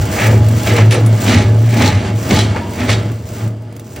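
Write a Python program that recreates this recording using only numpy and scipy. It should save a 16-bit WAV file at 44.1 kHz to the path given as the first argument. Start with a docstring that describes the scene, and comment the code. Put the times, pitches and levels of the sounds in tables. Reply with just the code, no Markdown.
"""Steel wire in a twin-shaft shredder

A stereo microphone just above the steel hopper. About twice a second the cutters bite into a bundle
of wire: strands crackle and snap, and the frame thuds, groans and rings. Loose wire rustles between
the bites, over the swelling hum and rumble of the drive; all eases as the bundle is used up."""
import sys
import numpy as np
from scipy import signal
from scipy.fft import rfft, irfft, next_fast_len
from scipy.io import wavfile

SR = 44100
rng = np.random.default_rng(int(sys.argv[2]) if len(sys.argv) > 2 else 0)


def store_pcm(level_fs):
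    """Save levels as 16-bit WAV."""
    pcm = np.round(np.clip(level_fs, -1, 1) * 32767).astype(np.int16)
    wavfile.write(sys.argv[1], SR, np.atleast_2d(pcm).T)


N = 176400
TIME = np.arange(N) / SR


def from_db(db):
    """Decibels to gain."""
    return 10 ** (np.asarray(db) / 20)


def rms_one(x):
    """Scale to rms 1."""
    return x / np.sqrt(np.mean(x ** 2) + 1e-20)


def in_time(rows):
    """Join (seconds, value) rows by straight lines."""
    return np.interp(TIME, *np.transpose(rows))


def at_hz(rows, hz):
    """Read (Hz, value) rows on a log-frequency axis."""
    row_hz, value = np.transpose(rows)
    return np.interp(np.log(hz + 1), np.log(row_hz), value)


def drift(rate_hz):
    """Slow random wander of rms 1."""
    step, settle = 40, 2000
    pole = np.exp(-2 * np.pi * rate_hz * step / SR)
    noise = rng.standard_normal(N // step + settle + 2)
    slow = signal.lfilter([1], [1, -2 * pole, pole * pole], noise)[settle:]
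    return np.interp(np.arange(N) / step, np.arange(len(slow)), rms_one(slow))


def swell(start, length, rise, fall):
    """Build up to the start, hold and let go; all times in seconds."""
    return np.exp(np.minimum(TIME - start, 0) / rise - np.maximum(TIME - start - length, 0) / fall)


def burst(start, rise, t60):
    """Two unrelated noises that strike and die away together."""
    return rng.standard_normal((2, N)) * swell(start, 0, rise, fall=t60 / np.log(1000)) + 1e-18


def bandpass(x, low_hz, high_hz, order=1):
    """Keep the band between two frequencies."""
    return signal.sosfilt(signal.butter(order, [low_hz, high_hz], "band", fs=SR, output="sos"), x)


def resonate(x, hz, t60):
    """One ringing mode that falls 60 dB in t60 seconds."""
    radius, angle = from_db(-60 / (t60 * SR)), 2 * np.pi * hz / SR
    return signal.lfilter([1, 0, -1], [1, -2 * radius * np.cos(angle), radius ** 2], x)


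def cracks(per_s, spread_db):
    """Random clicks of uneven size; rms 1."""
    sizes = from_db(spread_db * np.minimum(rng.exponential(1, N), 4)) * rng.choice([-1, 1], N)
    return rms_one(sizes * (rng.random(N) < per_s / SR))


def hopper(clicks, t60, direct):
    """Each click is a brief crack followed by dense reflections between the steel walls."""
    t = TIME[:SR // 3]
    crack, tail = from_db(-60 * t / 0.0057), from_db(-60 * t / t60)
    echo = rng.standard_normal((2, len(t))) * (direct * rms_one(crack) + rms_one(tail))
    echo /= np.sqrt(np.sum(echo ** 2, axis=1, keepdims=True))
    return signal.fftconvolve(clicks[None], echo, axes=1)[:, :N]


def crackle(per_s, spread_db, direct, places):
    """Steady crackle from several places along the cutters; rms 1."""
    spots = (cracks(per_s / places, spread_db) for _ in range(places))
    return rms_one(sum(hopper(clicks, t60=0.091, direct=direct) for clicks in spots))


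# How alike left and right sound. Each row: frequency in Hz, coherence from 0 to 1.
STEREO_COHERENCE = [(110, .9995), (170, .998), (270, .985), (450, .83), (740, .66), (1200, .56),
                    (1800, .96), (2300, .93), (3500, .93), (4400, .94), (5800, .86), (8500, .88),
                    (11500, .97), (15000, .87)]
# The microphone's left port against its right. Each row: frequency in Hz, phase lead in radians.
PORT_PHASE = [(300, 0), (450, -.2), (600, -.6), (850, -.6), (1210, 0), (1460, .1), (1800, 0), (5400, -.1),
              (7000, -1.2), (9000, -2.3), (10300, -3.0), (13300, -3.2), (15500, -4.2)]
# Left over right. Each row: frequency in Hz, gain in dB.
STEREO_BALANCE = [(800, 0), (1250, -3), (1900, 0)]
def to_stereo(pair, colour=((1, 0), (SR, 0))):
    """Colour two unrelated signals at constant power and blend them into left and right."""
    size = next_fast_len(N + SR // 10)
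    hz = np.arange(size // 2 + 1) * SR / size
    mid, side = rfft(pair, size) * rms_one(from_db(at_hz(colour, hz)))
    alike = at_hz(STEREO_COHERENCE, hz)
    mid *= np.sqrt((1 + alike) / 2)
    side *= np.sqrt((1 - alike) / 2)
    lean = np.exp(.5j * at_hz(PORT_PHASE, hz)) * from_db(at_hz(STEREO_BALANCE, hz) / 2)
    return irfft(np.array([(mid + side) * lean, (mid - side) / lean]), size)[:, :N]


# The drive's hum, dead centre, and its rumble. Each row: time in seconds, relative level in dB.
HUM_LEVEL = [(0.0, -14), (0.21, -40), (0.23, -14), (0.3, -7.5), (0.56, -12.5), (0.63, -23), (0.73, -8),
             (0.77, -17), (0.81, -6.5), (0.9, -5.5), (0.95, -16.5), (1.07, -6), (1.15, -7.5), (1.21, -24),
             (1.25, -19), (1.4, -9.5), (1.43, -18), (1.49, -8), (1.79, -11), (1.83, -21), (1.98, -10),
             (2.02, -24.5), (2.16, -12.5), (2.27, -27), (2.32, -20), (2.49, -14), (2.73, -41), (2.91, -13),
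             (3.0, -15.5), (3.02, -20), (3.13, -17), (3.19, -28.5), (3.4, -28), (3.45, -14.5), (3.6, -27),
             (4.0, -37.5)]
RUMBLE_LEVEL = [(0, -13), (.22, -33.5), (.42, -20.5), (.55, -27.5), (1.2, -36), (1.35, -19), (1.55, -28),
                (1.73, -37), (1.83, -24), (2.03, -24.5), (2.22, -39), (2.37, -19.5), (2.57, -30.5),
                (2.95, -25), (3.2, -37), (3.93, -46), (4, -32)]
# The note of the hum. Each row: time in seconds, pitch in Hz.
HUM_PITCH = [(0, 112.9), (.3, 110.2), (.62, 111.9), (.8, 108.9), (1.05, 111.2), (1.35, 103.7), (1.5, 109.8),
             (1.75, 113), (1.95, 101), (2.12, 106.8), (2.3, 112.8), (2.52, 103.8), (2.9, 108), (3.2, 112.1),
             (3.5, 110), (4, 111.3)]
# The rumble at the microphone. Each row: frequency in Hz, relative level in dB.
RUMBLE_COLOUR = [(20, -41), (35, -35), (48, -29.5), (60, -7), (72, -12.5), (85, 1.5), (100, 0),
                 (130, -21.5), (200, -23), (600, -62)]
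def drive():
    """A strong fluttering hum that sags under load, on top of a low rumble."""
    phase = 2 * np.pi * np.cumsum(in_time(HUM_PITCH) + 0.94 * drift(10)) / SR
    roughness = 0.1 * drift(25)
    flutter_hz = 23 + 3 * drift(2.25)
    flutter = 0.022 * np.sin(2 * np.pi * np.cumsum(flutter_hz) / SR)
    hum = np.sqrt(2) * from_db(in_time(HUM_LEVEL) + 0.3) * (1 + roughness + flutter) * np.sin(phase)
    rumble = to_stereo(rng.standard_normal((2, N)), RUMBLE_COLOUR)
    return hum + from_db(in_time(RUMBLE_LEVEL) + 4.5) * rumble


# The gearbox, faint and central. Each row: pitch in Hz, average level in dB.
GEAR_TONES = [(179, -44.5), (332, -40), (382, -41.5), (469, -39), (595, -41), (640, -42.5), (838, -50.5),
              (964, -76)]
def gearbox(load_db):
    """The gears whine in rough, wavering tones, stronger under load."""
    tones = 0
    for hz, db in GEAR_TONES:
        level = from_db(db + 3 * drift(35))
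        pitch = hz + 6.18 * drift(26)
        tones += level * np.sin(2 * np.pi * np.cumsum(pitch) / SR)
    return np.sqrt(2) * tones * from_db(0.79 * (load_db - load_db.mean()))


def cutter_hiss():
    """The turning cutters hiss steadily, with a faint high ring."""
    colour = [(1500, 4), (3500, -3), (4600, -18), (4930, 11), (5300, -19), (8000, 2), (16000, -1)]
    return from_db(-56) * to_stereo(rng.standard_normal((2, N)), colour)


# The bundle dragging, down in the hopper. Each row: time in seconds, level in dB.
DRAG_LEVEL = [(0, -30), (.5, -32.5), (.62, -28), (.87, -33.5), (1.0, -32), (1.12, -32.5), (1.24, -26.5),
              (1.5, -34.5), (1.63, -40), (1.8, -55), (2.07, -25.5), (2.15, -37.5), (2.3, -26),
              (2.52, -29.5), (2.68, -36), (2.87, -29), (2.96, -27.5), (3.02, -32.5), (3.22, -45.5),
              (3.3, -43), (3.41, -34), (3.48, -41), (3.52, -47), (3.6, -51), (3.7, -47), (3.95, -49),
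              (3.965, -35), (4, -41)]
# That scrape from above. Each row: frequency in Hz, relative level in dB.
DRAG_COLOUR = [(200, -10), (600, 6.5), (1020, 2), (1400, 0), (2200, -1), (3200, -5), (5000, -10.5),
               (8000, -13.5), (11000, -22), (16000, -35)]
def drag():
    """The bundle scrapes along the cutters in a dense, even crackle."""
    scrape = crackle(per_s=1100, spread_db=0.5, direct=0.9, places=3)
    return to_stereo(from_db(in_time(DRAG_LEVEL)) * scrape, DRAG_COLOUR)


# Loose wire close under the microphone. Each row: time in seconds, relative level in dB.
RUSTLE_LEVEL = [(0, -28), (.08, -31.5), (.13, -25), (.27, -22), (.33, -31), (.44, -36), (.56, -31.5),
                (.63, -27), (.77, -28.5), (.89, -39), (.93, -37), (1.08, -39), (1.2, -27.5), (1.29, -24),
                (1.4, -41), (1.6, -38.5), (1.72, -30.5), (1.87, -28), (1.97, -45), (2.12, -46),
                (2.2, -30.5), (2.35, -26.5), (2.5, -51), (2.64, -43), (2.73, -32), (2.9, -36), (2.98, -43),
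                (3.25, -43), (3.275, -34.5), (3.44, -37.5), (3.55, -55), (3.74, -63), (3.84, -45),
                (4, -37.5)]
# Its bright tone at this range. Each row: frequency in Hz, relative level in dB.
RUSTLE_COLOUR = [(120, -40), (500, 2), (1200, 0.5), (3500, -4.5), (7000, 2), (10000, -0.5), (12500, -12),
                 (14500, 7), (16000, 2.5)]
def rustle():
    """Loose strands brush the cutters and each other: many small ticks, a few large."""
    ticks = crackle(per_s=1400, spread_db=4.5, direct=0.31, places=4)
    return to_stereo(from_db(in_time(RUSTLE_LEVEL) + 1.5) * ticks, RUSTLE_COLOUR)


# The load that rattles the frame. Each row: time in seconds, relative level in dB.
FRAME_LOAD = [(0, -23), (.5, -21), (.62, -27), (1.0, -19.5), (1.2, -22.5), (1.5, -20), (1.68, -25),
              (2.05, -22), (2.2, -26), (2.5, -23), (2.7, -29), (3.02, -22), (3.22, -35.5), (3.46, -27),
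              (3.6, -37), (3.88, -36), (4, -28)]
# The frame, dull from above the hopper. Each row: frequency in Hz, relative level in dB.
FRAME_COLOUR = [(60, -34), (130, 5.5), (170, 0.5), (220, 4), (260, 0.5), (320, 0), (420, -6.5), (620, -7),
                (800, -15), (1100, -19), (3000, -43)]
def frame_clatter(thud_force):
    """Jolts rattle the frame all the time and swell to a thud in the bites."""
    force = np.hypot(thud_force, from_db(in_time(FRAME_LOAD)))
    jolts = crackle(per_s=500, spread_db=3, direct=0.48, places=3)
    return from_db(-0.5) * to_stereo(force * jolts, FRAME_COLOUR)


# Modes of the steel below the microphone. Each row: pitch in Hz, relative level in dB, t60 in seconds.
STEEL_MODES = [(194, -4, 0.49), (318.4, -1.5, .25), (379.2, -1.5, 1), (464, -16, 0.55), (636, -0.5, 0.065),
               (831.7, 0.5, 0.33), (1213, -5, 0.22), (1334, -10, 0.32), (1708, -10, 0.29),
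               (1922, -8.5, 0.08), (2037, -11, 0.19), (2196, -7, 0.23), (2730, -9.5, 0.089),
               (2800, -24, 0.12), (2910, -22, 0.31), (3690, -23, 1)]
def steel_ring(grind_force):
    """Grinding and dragging set the cutters and hopper ringing."""
    rub = np.hypot(grind_force, from_db(in_time(DRAG_LEVEL)))
    jolts = rub * np.array([cracks(per_s=900, spread_db=-1) for _ in range(2)])
    ring = sum(from_db(db) * rms_one(resonate(jolts, hz, t60)) for hz, db, t60 in STEEL_MODES)
    return to_stereo(from_db(-28) * rms_one(ring))


# Single strands parting at close range. Each row: start in seconds, relative level in dB.
SNAPS = [(0.0546, -15), (0.1092, -29), (0.1267, -13), (0.187, -19), (0.267, -17), (0.4654, -21),
         (0.4865, -13.5), (0.6328, -14), (0.6634, -11.5), (0.7656, -15), (0.9077, -19), (0.9234, -17),
         (1.0625, -16.5), (1.2186, -19), (2.7657, -28), (2.9013, -15), (3.1173, -25), (3.4775, -23.5),
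         (3.6212, -35), (3.7262, -31), (3.7554, -38), (3.765, -24), (3.7958, -23), (3.931, -28),
         (3.9619, -19.5)]
# Their tick at the microphone. Each row: frequency in Hz, relative level in dB.
SNAP_COLOUR = [(100, -42), (500, -3), (2500, 1.5), (5000, -3), (9000, 2.5), (16000, 4)]
def snaps():
    """Single strands part with a bright tick that echoes in the hopper."""
    out = 0
    for start, db in SNAPS:
        click = from_db(db + 16.5) * signal.unit_impulse(N, int(start * SR))
        out += hopper(click, t60=0.057, direct=0.4)
    return to_stereo(out, SNAP_COLOUR)


# Thick strands giving way in the hopper. Each row: start in seconds, relative level in dB, centre in Hz.
BREAKS = [(.1895, -4, 2600), (0.224, -1, 2000), (.673, 5.5, 2120), (.6948, 2.5, 2100), (0.7648, 1, 3000),
          (0.785, 3, 1880), (0.91, 4, 2634), (1.264, 0.5, 2404), (1.31, 2, 1810), (1.344, 6.5, 2186),
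          (1.8213, 4.5, 3450), (1.86, 2.5, 3990), (1.877, 1.5, 4220), (2.31, 5.5, 2190), (2.362, 3.5, 3940),
          (2.369, 1, 3240), (2.3895, 5.5, 3950), (2.397, -4, 3020), (2.412, -0.5, 3220),
          (2.561, -3.5, 1800), (2.806, -2, 2200), (2.8933, 4.5, 2190), (2.901, 0.5, 4480), (2.916, 1, 3310),
          (2.93, 1.5, 3700), (3.962, -16, 1790)]
def breaks(half_octaves=0.68, detune=0.0344):
    """A thick strand parts: one hard crack that echoes in the hopper, and a short ring of close modes."""
    out = 0
    for start, db, hz in BREAKS:
        click = from_db(db) * signal.unit_impulse(N, int(start * SR))
        crack = hopper(from_db(9.5) * click, t60=0.057, direct=0.18)
        out += bandpass(crack, hz / 2 ** half_octaves, hz * 2 ** half_octaves)
        modes_hz = hz * (1 + detune * rng.uniform(-1, 1, size=3))
        ring = np.mean([resonate(click + 1e-18, mode, t60=0.27) for mode in modes_hz], axis=0)
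        out[0] += from_db(-29) * ring  # mid signal only, so the ring sits near the centre
    return to_stereo(out)


# The cutters biting, just below the microphone. Each row: start and length in seconds,
# levels of grind, splinter and thud in dB, rise and fall in seconds.
BITES = [(0.216, 0.034, -18, -31.5, -35, 0.051, 0.061), (0.67, 0.048, -22, -28, -19.5, 0.0079, 0.041),
         (0.767, 0.044, -21.5, -28.5, -15.5, 0.027, 0.037), (0.918, 0.034, -23, -24.5, -36, 0.0045, 0.036),
         (1.283, 0.095, -21, -23.5, -21, 0.023, 0.055), (1.809, 0.061, -20.5, -23.5, -16.5, 0.078, 0.089),
         (2.308, 0.1, -26.5, -23, -16.5, 0.008, 0.051), (2.558, .012, -27.5, -59, -25, 0.0027, 0.019),
         (2.797, .015, -26.5, -36, -37.5, 0.021, 0.093), (2.888, 0.033, -24, -22, -15, 0.0057, 0.032)]
def bite_forces():
    """Each bite builds, holds and lets go: the strength of grind, splinter and thud over time."""
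    powers = ((from_db(levels)[:, None] * swell(start, length, rise, fall)) ** 2
              for start, length, *levels, rise, fall in BITES)
    return np.sqrt(sum(powers))


# Grinding and sharper splintering, heard from above. Each row: frequency in Hz, relative level in dB.
GRIND_COLOUR = [(50, -47), (200, -4.5), (500, 3.5), (800, 5.5), (1020, -0.5), (1500, 0), (2200, 1),
                (3000, -6.5), (4500, -18.5), (7000, -17), (12000, -79)]
SPLINTER_COLOUR = [(800, -11), (2400, 6), (3600, 7), (5000, 3), (7000, 1.5), (9700, -2), (12000, -42),
                   (16000, -16)]
def chewing(grind_force, splinter_force):
    """Strands caught in a bite grind and splinter in a rush of small cracks."""
    grind = grind_force * crackle(per_s=900, spread_db=2.5, direct=0.78, places=2)
    splinter = splinter_force * crackle(per_s=700, spread_db=2.5, direct=0.27, places=2)
    return to_stereo(grind, GRIND_COLOUR) + to_stereo(splinter, SPLINTER_COLOUR)


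# The frame groaning, dead centre. Each row: start and length in seconds, pitch in Hz, level in dB.
GROANS = [(0.243, 0.15, 568, -33), (0.672, 0.015, 636, -20), (0.709, 0.086, 468, -21),
          (0.935, 0.063, 495, -21), (0.936, 0.035, 370, -24), (1.279, 0.079, 241, -13.5),
          (1.773, 0.086, 242, -16.5), (1.794, 0.097, 846, -25), (2.303, 0.084, 220, -18.5),
          (2.361, 0.034, 840, -21.5), (2.564, 0.016, 857, -26), (2.6, 0.12, 946, -33),
          (2.791, 0.1, 244, -19.5)]
def groans(t60=0.11):
    """Stick and slip of the jammed bundle drives single resonances of the frame."""
    out = 0
    for start, length, hz, db in GROANS:
        friction = rng.standard_normal(N) * swell(start, length, rise=0.022, fall=0.0058)
        tone = resonate(friction + 1e-12, hz, t60)
        power = np.sum(tone ** 2) / (SR * (length + t60 / 10))
        out += from_db(db) * tone / np.sqrt(power)
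    return out


# Blows to the frame below. Each row: start in seconds, level in dB, centre in Hz, t60 in seconds.
KNOCKS = [(.283, -14.5, 326, 0.13), (0.329, -13, 280, 0.21), (0.787, -14, 646, 0.043),
          (0.95, -19.5, 546, 0.18), (1.811, -15.5, 730, 0.1), (2.315, -11.5, 378.2, .13),
          (2.562, -16, 670, .11), (2.894, -13, 664, 0.062)]
def knocks(half_octaves=0.84):
    """A cutter slams into the bundle: a dull boom of the frame that dies away in the hopper."""
    out = 0
    for start, db, hz, t60 in KNOCKS:
        blow = burst(start, rise=0.001, t60=t60)
        boom = bandpass(blow, hz / 2 ** half_octaves, hz * 2 ** half_octaves, order=2)
        power = np.sum(boom ** 2) / (SR * t60 / np.log(1000))
        out += from_db(db) * boom / np.sqrt(power)
    return to_stereo(out)


# Thin strands near the microphone. Each row: start in seconds, relative level in dB, pitch in Hz.
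ZINGS = [(0.91, -12, 9800), (0.926, -7.5, 9800), (0.944, -8.5, 9700), (1.062, -10, 9650)]
def zings():
    """A thin strand springs free with a short, high, noisy ring."""
    out = 0
    for start, db, hz in ZINGS:
        flick = burst(start, rise=0.00055, t60=0.074)
        out += from_db(db) * bandpass(flick, hz / 1.07, hz * 1.05)
    return to_stereo(out)


def scene():
    """Running machine, shaken frame and tearing wire, all from just above the hopper."""
    grind, splinter, thud = bite_forces()
    machine = drive() + gearbox(load_db=in_time(FRAME_LOAD)) + cutter_hiss()
    frame = frame_clatter(thud) + steel_ring(grind) + groans() + knocks()
    wire = drag() + rustle() + snaps() + breaks() + chewing(grind, splinter) + zings()
    return machine + frame + wire


def record(dry):
    """The highest peaks are rounded and the treble is cut above 15.9 kHz."""
    rounded = dry / (1 + np.abs(dry) ** 8) ** (1 / 8)
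    return signal.sosfilt(signal.ellip(12, .1, 90, 15900, fs=SR, output="sos"), rounded)


dry = scene()
out = record(dry)
store_pcm(out)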